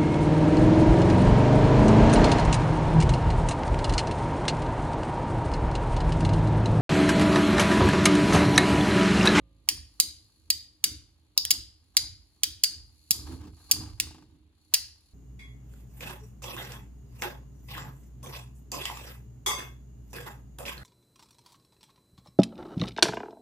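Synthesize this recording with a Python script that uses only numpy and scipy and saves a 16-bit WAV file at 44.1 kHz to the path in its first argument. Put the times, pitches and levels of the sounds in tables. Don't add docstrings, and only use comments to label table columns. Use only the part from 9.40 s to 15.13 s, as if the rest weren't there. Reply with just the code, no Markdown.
import sys
import numpy as np
from scipy import signal
from scipy.fft import rfft, irfft, next_fast_len
from scipy.io import wavfile
from scipy.ndimage import uniform_filter1d

SR = 44100
rng = np.random.default_rng(int(sys.argv[2]) if len(sys.argv) > 2 else 0)


def convert_level_to_amplitude(level_db):
    exponent = np.asarray(level_db, float) / 20
    return 10 ** exponent


def materialize(psi):
    bounded = np.clip(np.atleast_2d(psi).T, -1, 1)
    quanta = np.round(bounded * 32767).astype(np.int16)
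    wavfile.write(sys.argv[1], SR, quanta)


N = 252893

# (frequency [Hz], density [dB per Hz])
HISS_SPECTRUM = [(18, -19.5), (30, -9), (86, -10.5), (1390, -30.5), (3980, -25), (4420, -41.5), (5450, -49),
                 (11100, -41.5), (16000, -68)]
# (frequency [Hz], phase [rad], gain [dB], likeness of steady sound [0-1])
PORTS = [(0, 0, 2.5, .95), (400, -.3, 3.5, .9), (700, -.6, 0, .6), (3000, -1, -1, .5), (4500, -1.7, -2, .4),
         (6000, -2.8, 1, .2), (7000, -1, 0, .4), (8300, 2.5, -1, .3), (9200, 3.2, 0, .7),
         (13000, 9.4, 0, .9), (15200, 12.6, 0, .9)]
# (frequency [Hz], t60 [s])
ROOM_DECAY = [(500, 0.17), (1500, .45), (3500, .43), (5000, 0.4), (9000, 0.33), (15000, 0.23)]
# (frequency [Hz], level [dB])
ROOM_TINT = [(500, 3), (1500, 8.5), (2500, -6), (4000, 2.5), (6000, 0), (10000, -1), (15000, -4),
             (16000, -6.5)]
# (start [s], hold [s], push [dB], shell share [dB], grit share [dB])
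SKIDS = [(0.269, .02, -47.5, -8.5, -7.5), (0.586, 0.037, -54, -4, -4.5), (1.07, 0.0068, -59, -6, -17.5),
         (1.418, 0.071, -48, -3.5, -17.5), (1.956, 0.02, -53, -10.5, -8), (2.07, 0.11, -50, -7, -13.5),
         (2.533, 0.17, -48.5, -13.5, -16), (3.01, 0.04, -51, -9, -21.5), (3.233, 0.26, -53.5, -11.5, -20.5),
         (3.711, 0.147, -43, -7.5, -16), (3.851, 0.11, -48.5, 5, -4), (3.992, 0.11, -54, 3, -4),
         (4.156, 0.18, -56.5, -13, -12.5), (4.281, 0.31, -43.5, -4, -11), (4.567, 0.056, -48, -5.5, -16),
         (4.715, 0.21, -60.5, 2, -15.5), (4.852, 0.19, -67, 2, -10.5), (5.315, 0.033, -54, -11, -3.5)]
# (rise [s], share of the hold [0-1], release [dB/s], calm level [dB])
SKID_ANSWER = [
    (0.1, 0.54, 128, -69),
    (0.053, 0.34, 162.5, -76),
    (.012, .6, 218, -83),
]
# (frequency [Hz], width [Hz], level [dB])
BOOM = [(53, 4.8, 3), (78, 14, 3.5), (93, 15, -2)]
# (frequency [Hz], width [Hz], level [dB])
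SHELL = [(150, 63, -1.5), (216, 98, 1), (259, 25, 1.5), (298, 23, 7.5), (396, 23, -6.5)]
# (frequency [Hz], width [Hz], level [dB])
GRIND = [(600, 750, -14), (894, 270, 9.5), (1140, 310, 7.5), (1540, 230, 1.5), (2600, 5200, -1.5)]
# (frequency [Hz], width [Hz], level [dB])
WHIRR = [(3000, 560, -20), (4400, 320, 0), (4750, 350, -6), (5900, 1500, -14), (7000, 700, -13),
         (9325, 4000, -14), (10400, 700, -15)]
# (time [s], level [dB])
BITES = [(4.635, -8), (4.67, -2), (4.709, -3), (4.746, -4), (4.783, -8.5), (4.824, -10.5)]
# (time [s], level [dB], start [Hz], end [Hz], t60 [s])
BOWL_NOTES = [
    (1.982, -57.5, 965, 927, 0.23),
    (2.055, -67, 890, 924, 0.46),
    (3.709, -36.5, 377, 65.6, 0.084),
]
# (time [s], spin [turns/s], wheel looseness [dB])
FAST_TOP = [(0, 54.6, -86.5), (.28, 54, -74.5), (.6, 52.5, -66), (1.4, 50.8, -74.5), (1.9, 59, -77),
            (2.45, 48, -73.5), (3.55, 90, -68), (3.95, 51, -54.5), (4.05, 59, -78.5), (4.17, 42, -63),
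            (4.28, 38, -58), (4.55, 38, -66), (4.9, 41, -77), (5.1, 36, -84.5), (5.22, 29, -71.5),
            (5.73, 40, -69)]
# (frequency [Hz], level [dB], t60 [s])
RIM = [(840, -7.5, 0.0028), (1134, 1.5, 0.02), (1750, -1.5, 0.024)]
CAP = [(2260, -12, 0.017), (2545, -7.5, 0.02), (2784, 1, 0.026), (3000, -2.5, 0.0039), (3150, 3.5, .008),
       (3880, -3.5, 0.0027)]
WHEEL = [(4187, -12, 0.01), (4494, -5.5, 0.019), (4760, -0.5, 0.029), (4950, -1.5, .012),
         (5062, -10, 0.0047)]
OVERTONE = [(5560, 2.5, 0.009), (5910, 0.5, 0.015), (6190, 0.5, 0.014), (6580, -4, 0.013),
            (6940, -8.5, 0.0028), (8420, -14, 0.0085), (7870, -9, 0.01)]
EDGE = [(9770, -3.5, 0.015), (10610, 0.5, 0.0045), (11320, -2.5, 0.0033), (12080, 0, 0.0022),
        (12800, -3, 0.0056), (13150, -10.5, .004), (14230, -8.5, .006)]
FAMILY_DB = [-6.5, -0.5, 2.5, 4, 1.5]
# (frequency [Hz], width [Hz], level [dB])
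MAIN_MODE = [(4775, 110, 0)]
# (time [s], strength [dB], plastic share [dB], wheel ring [dB], floor echo [dB])
CLASHES = [(0.2879, 5.5, -4.5, -2.5, -12.5), (0.5999, 9, -11.5, -3.5, -7.5), (1.1025, 3.5, -9.5, 1, -9),
           (1.4406, 5.5, -5.5, -3.5, -21.5), (1.9769, 4, -9.5, 5, -16), (2.0513, -6, 0, -4.5, -14),
           (2.1059, 1.5, -8.5, -2, 4), (2.5681, 6.5, -5, 1.5, -8), (3.0337, 3.5, -3.5, -2.5, -5.5),
           (3.2371, 4.5, -6.5, 2.5, -6), (3.708, 7.5, -12, -5.5, -5.5), (4.3126, 7.5, -14.5, -3, -5.5),
           (4.5999, -0.5, 0, -2, -9.5), (5.3384, 3, -8.5, -1.5, -1)]
# (time [s], strength [dB], plastic share [dB], wheel ring [dB])
EXTRA_TEETH = [(0.2991, -17.5, 2, 0.5), (1.1041, -4, -3, 4), (1.4445, 0, -21, 0.5), (2.1073, 3, -4.5, 0.5),
               (3.235, -4.5, -12, -9.5), (4.0126, -45.5, -6.5, 2.5), (4.0696, -47, -7, 8.5),
               (4.3151, 3, -8, -14.5), (4.323, -7.5, -12.5, -3), (5.3391, -22.5, 0.5, 2),
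               (5.3414, 6, -7, -4.5), (5.3508, -11.5, 4, 1)]


def evened(x):
    return x / np.sqrt(np.mean(x ** 2) + 1e-20)


def read(points, hz):
    f, value = np.transpose(points)
    return np.interp(np.log(hz + 1), np.log(f + 1), value)


def along(rows):
    s, *columns = np.transpose(rows)
    return [np.interp(np.arange(N) / SR, s, column) for column in columns]


def resonances(x, peaks):
    out = np.zeros(x.shape)
    for hz, width, db in peaks:
        pole = np.exp((2j * np.pi * hz - np.pi * 1.5 * width) / SR)
        out += convert_level_to_amplitude(db) * signal.lfilter([(1 - abs(pole)) ** 2], np.poly([pole, pole]), x).real
    return evened(out)


def to_right(x):
    size = next_fast_len(N + 512)
    hz = np.fft.rfftfreq(size, 1 / SR)
    f, phase, db, _ = np.transpose(PORTS)
    turned = np.exp(1j * np.interp(hz, f, phase))
    return irfft(rfft(x, size) * convert_level_to_amplitude(np.interp(hz, f, db)) * turned, size)[:N]


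def ports(same, other):
    hz = np.fft.rfftfreq(N, 1 / SR)
    f, _, _, like = np.transpose(PORTS)
    like = np.clip(np.interp(hz, f, like), 0, 1)
    blend = like * rfft(same) + np.sqrt(1 - like ** 2) * rfft(other)
    return np.array([same, to_right(irfft(blend, N))])


def hiss():
    spectrum = rfft(rng.standard_normal((2, N))) * convert_level_to_amplitude(read(HISS_SPECTRUM, np.fft.rfftfreq(N, 1 / SR)))
    return convert_level_to_amplitude(-75) * evened(irfft(spectrum, N))


def room(x):
    out = np.zeros((2, N))
    turn = np.arange(N) / SR * 43
    for k in range(3):
        noise = rng.standard_normal((2, SR // 2))
        hz, t, bands = signal.stft(noise, SR, nperseg=128)
        decay_db = -60 * t / read(ROOM_DECAY, hz)[:, None] + read(ROOM_TINT, hz)[:, None]
        decay_db = decay_db + 6 * np.exp(-t / 0.012)
        tail = signal.istft(bands * convert_level_to_amplitude(decay_db), SR, nperseg=128)[1][:, :SR // 2]
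        tail *= np.clip((np.arange(SR // 2) / SR - .0008) / 0.001, 0, 1)
        share = np.sqrt(2 / 3) * np.cos(2 * np.pi * (turn + k / 3))
        out += signal.fftconvolve((x * share)[None], tail / np.linalg.norm(tail[0]), axes=1)[:, :N]
    return ports(*out)


def skids():
    t = np.arange(0, N / SR, .002)
    start, hold, push_db, shell_db, grit_db = np.transpose(SKIDS)[:, :, None]
    levels = []
    for share_db, (rise, part, fall_db, calm_db) in zip((0, shell_db, grit_db), SKID_ANSWER):
        wander = evened(uniform_filter1d(rng.standard_normal(len(t)), size=50))
        calm = convert_level_to_amplitude(calm_db + 1.8 * wander)
        after = np.maximum(t - start - rise - part * hold, 0)
        skid = np.clip((t - start) / rise, 0, 1) ** 2 * convert_level_to_amplitude(push_db + share_db - fall_db * after)
        levels.append(np.sqrt((skid ** 2).sum(0) + calm ** 2))
    return along(np.transpose([t, *levels]))


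def rolling(fast_turns):
    boom, shell, grind = skids()
    whirr_db = along(FAST_TOP)[-1]
    grit = rng.standard_normal((4, 2, N))
    lumps = convert_level_to_amplitude(3.5 * evened(uniform_filter1d(rng.standard_normal(N), 300)))
    tick_sizes = convert_level_to_amplitude(3 * np.clip(rng.standard_normal(400), -3, 1.3))
    tick_size = tick_sizes[fast_turns.astype(int)]
    ticking = grit[3] * (1 + 1.3 * tick_size * np.exp(-(fast_turns % 1) / .2))
    bowl = boom * resonances(grit[0], BOOM)
    bowl += shell * resonances(grit[1], SHELL)
    bowl += grind * resonances(grit[2] * lumps, GRIND)
    whirr = convert_level_to_amplitude(whirr_db) * resonances(ticking, WHIRR)
    return ports(*(bowl + whirr))


def wobble():
    bites = np.zeros(N)
    s, db = np.transpose(BITES)
    bites[(s * SR).astype(int)] = convert_level_to_amplitude(db)
    scrape_level = signal.fftconvolve(bites, np.exp(-np.arange(2000) / SR / 0.013))[:N]
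    scrape = scrape_level * rng.standard_normal(N)
    sound = convert_level_to_amplitude(-76) * resonances(scrape + 6 * bites, GRIND) + convert_level_to_amplitude(-74) * resonances(bites, SHELL)
    return np.array([sound, to_right(sound)])


def spin():
    rate, t = along(FAST_TOP)[0], np.arange(N) / SR
    start_db, calm_db, settle_s, sag_db_per_s = -54, -71, .3, 1.5
    db = calm_db - sag_db_per_s * t + (start_db - calm_db) * np.exp(-t / settle_s)
    turns = np.cumsum(rate) / SR
    orders = np.arange(1, 23)
    order_db = np.log10(orders) * (-31 + 4 * rng.standard_normal(len(orders)))
    hum = np.zeros(N)
    for order, level_db in zip(orders, order_db):
        hum += convert_level_to_amplitude(level_db) * np.sin(2 * np.pi * (order * turns + rng.random()))
    hum = convert_level_to_amplitude(db) * evened(hum)
    return turns, np.array([hum, to_right(hum)])


def bowl_notes():
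    out, t = np.zeros(N + SR), np.arange(SR // 4) / SR
    for s, db, start_hz, end_hz, t60 in BOWL_NOTES:
        hz = end_hz + (start_hz - end_hz) * np.exp(-t / 0.006)
        tone = np.sin(2 * np.pi * np.cumsum(hz) / SR)
        attack = 1 - np.exp(-t / 0.0011)
        out[round(s * SR):][:len(t)] += convert_level_to_amplitude(db - 60 * t / t60) * tone * attack
    return out[:N]


def contact(family_db, luck, chatter_s):
    t = np.arange(1800) / SR
    u = t[:300] / chatter_s
    chatter = u * np.exp(-u) * luck[:300] * abs(luck[300:600])
    out = 0
    for db, family in zip(family_db, (RIM, CAP, WHEEL, OVERTONE, EDGE)):
        hz, share_db, t60 = np.transpose(family)[:, :, None]
        hz = hz * (1 + .006 * luck[600:600 + len(hz), None])
        modes = convert_level_to_amplitude(-60 * t / t60) * np.sin(2 * np.pi * hz * t)
        rings = signal.fftconvolve(modes, chatter[None], axes=1)
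        rings = (convert_level_to_amplitude(share_db) * rings / np.linalg.norm(rings, axis=1, keepdims=True)).sum(0)
        low_cut = signal.butter(6, .92 * family[0][0], "high", fs=SR, output="sos")
        rings = signal.sosfilt(low_cut, rings)
        out = out + convert_level_to_amplitude(db) * rings / np.linalg.norm(rings)
    return out


def all_round(sound):
    smooth = uniform_filter1d(abs(rfft(sound)) ** .5, size=27) ** 2
    return np.roll(irfft(smooth, len(sound)), shift=100)


def clashes():
    out = np.zeros((3, N + SR))
    first = [row[:-1] for row in CLASHES]
    again = [(s + .0058, db + back_db - 1, plastic - 2.5, wheel + 2.5)
             for s, db, plastic, wheel, back_db in CLASHES]
    rows = first + again + EXTRA_TEETH
    lucks = rng.standard_normal((len(rows), 620))
    for k, ((s, db, plastic, wheel), luck) in enumerate(zip(rows, lucks)):
        shares = [-24 + .55 * plastic, plastic, wheel, -1 + .34 * plastic, 0]
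        chatter_s = .0005 if k < len(first) else .001
        sound = contact(db + np.add(shares, FAMILY_DB), luck, chatter_s)
        at = round(s * SR)
        out[:2, at:at + len(sound)] += [sound, all_round(sound)]
        out[-1, at] += convert_level_to_amplitude(db + 1.6 * wheel)
    return out[:, :N]


def scene():
    hits, spread, strikes = clashes()
    near = hits + bowl_notes()
    spread = spread + convert_level_to_amplitude(-6) * spread.std() * resonances(strikes, MAIN_MODE)
    turns, hum = spin()
    direct = np.array([near, to_right(near)])
    reverb = room(convert_level_to_amplitude(-11) * spread + convert_level_to_amplitude(-18) * hits)
    return direct + reverb + hum + rolling(turns) + hiss() + wobble()


def top_cut(x):
    return signal.sosfilt(signal.butter(12, 17010, fs=SR, output="sos"), x)


def record(dry):
    thin = signal.sosfilt(signal.butter(4, 46, "high", fs=SR, output="sos"), dry)
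    limited = thin / (1 + abs(thin / .9) ** 4) ** .25
    edge = signal.firwin(61, 15700, window=("kaiser", 6), fs=SR)
    mix = signal.oaconvolve(limited, edge[None], "same")
    return top_cut(mix)


dry = scene()
out = record(dry)
materialize(out)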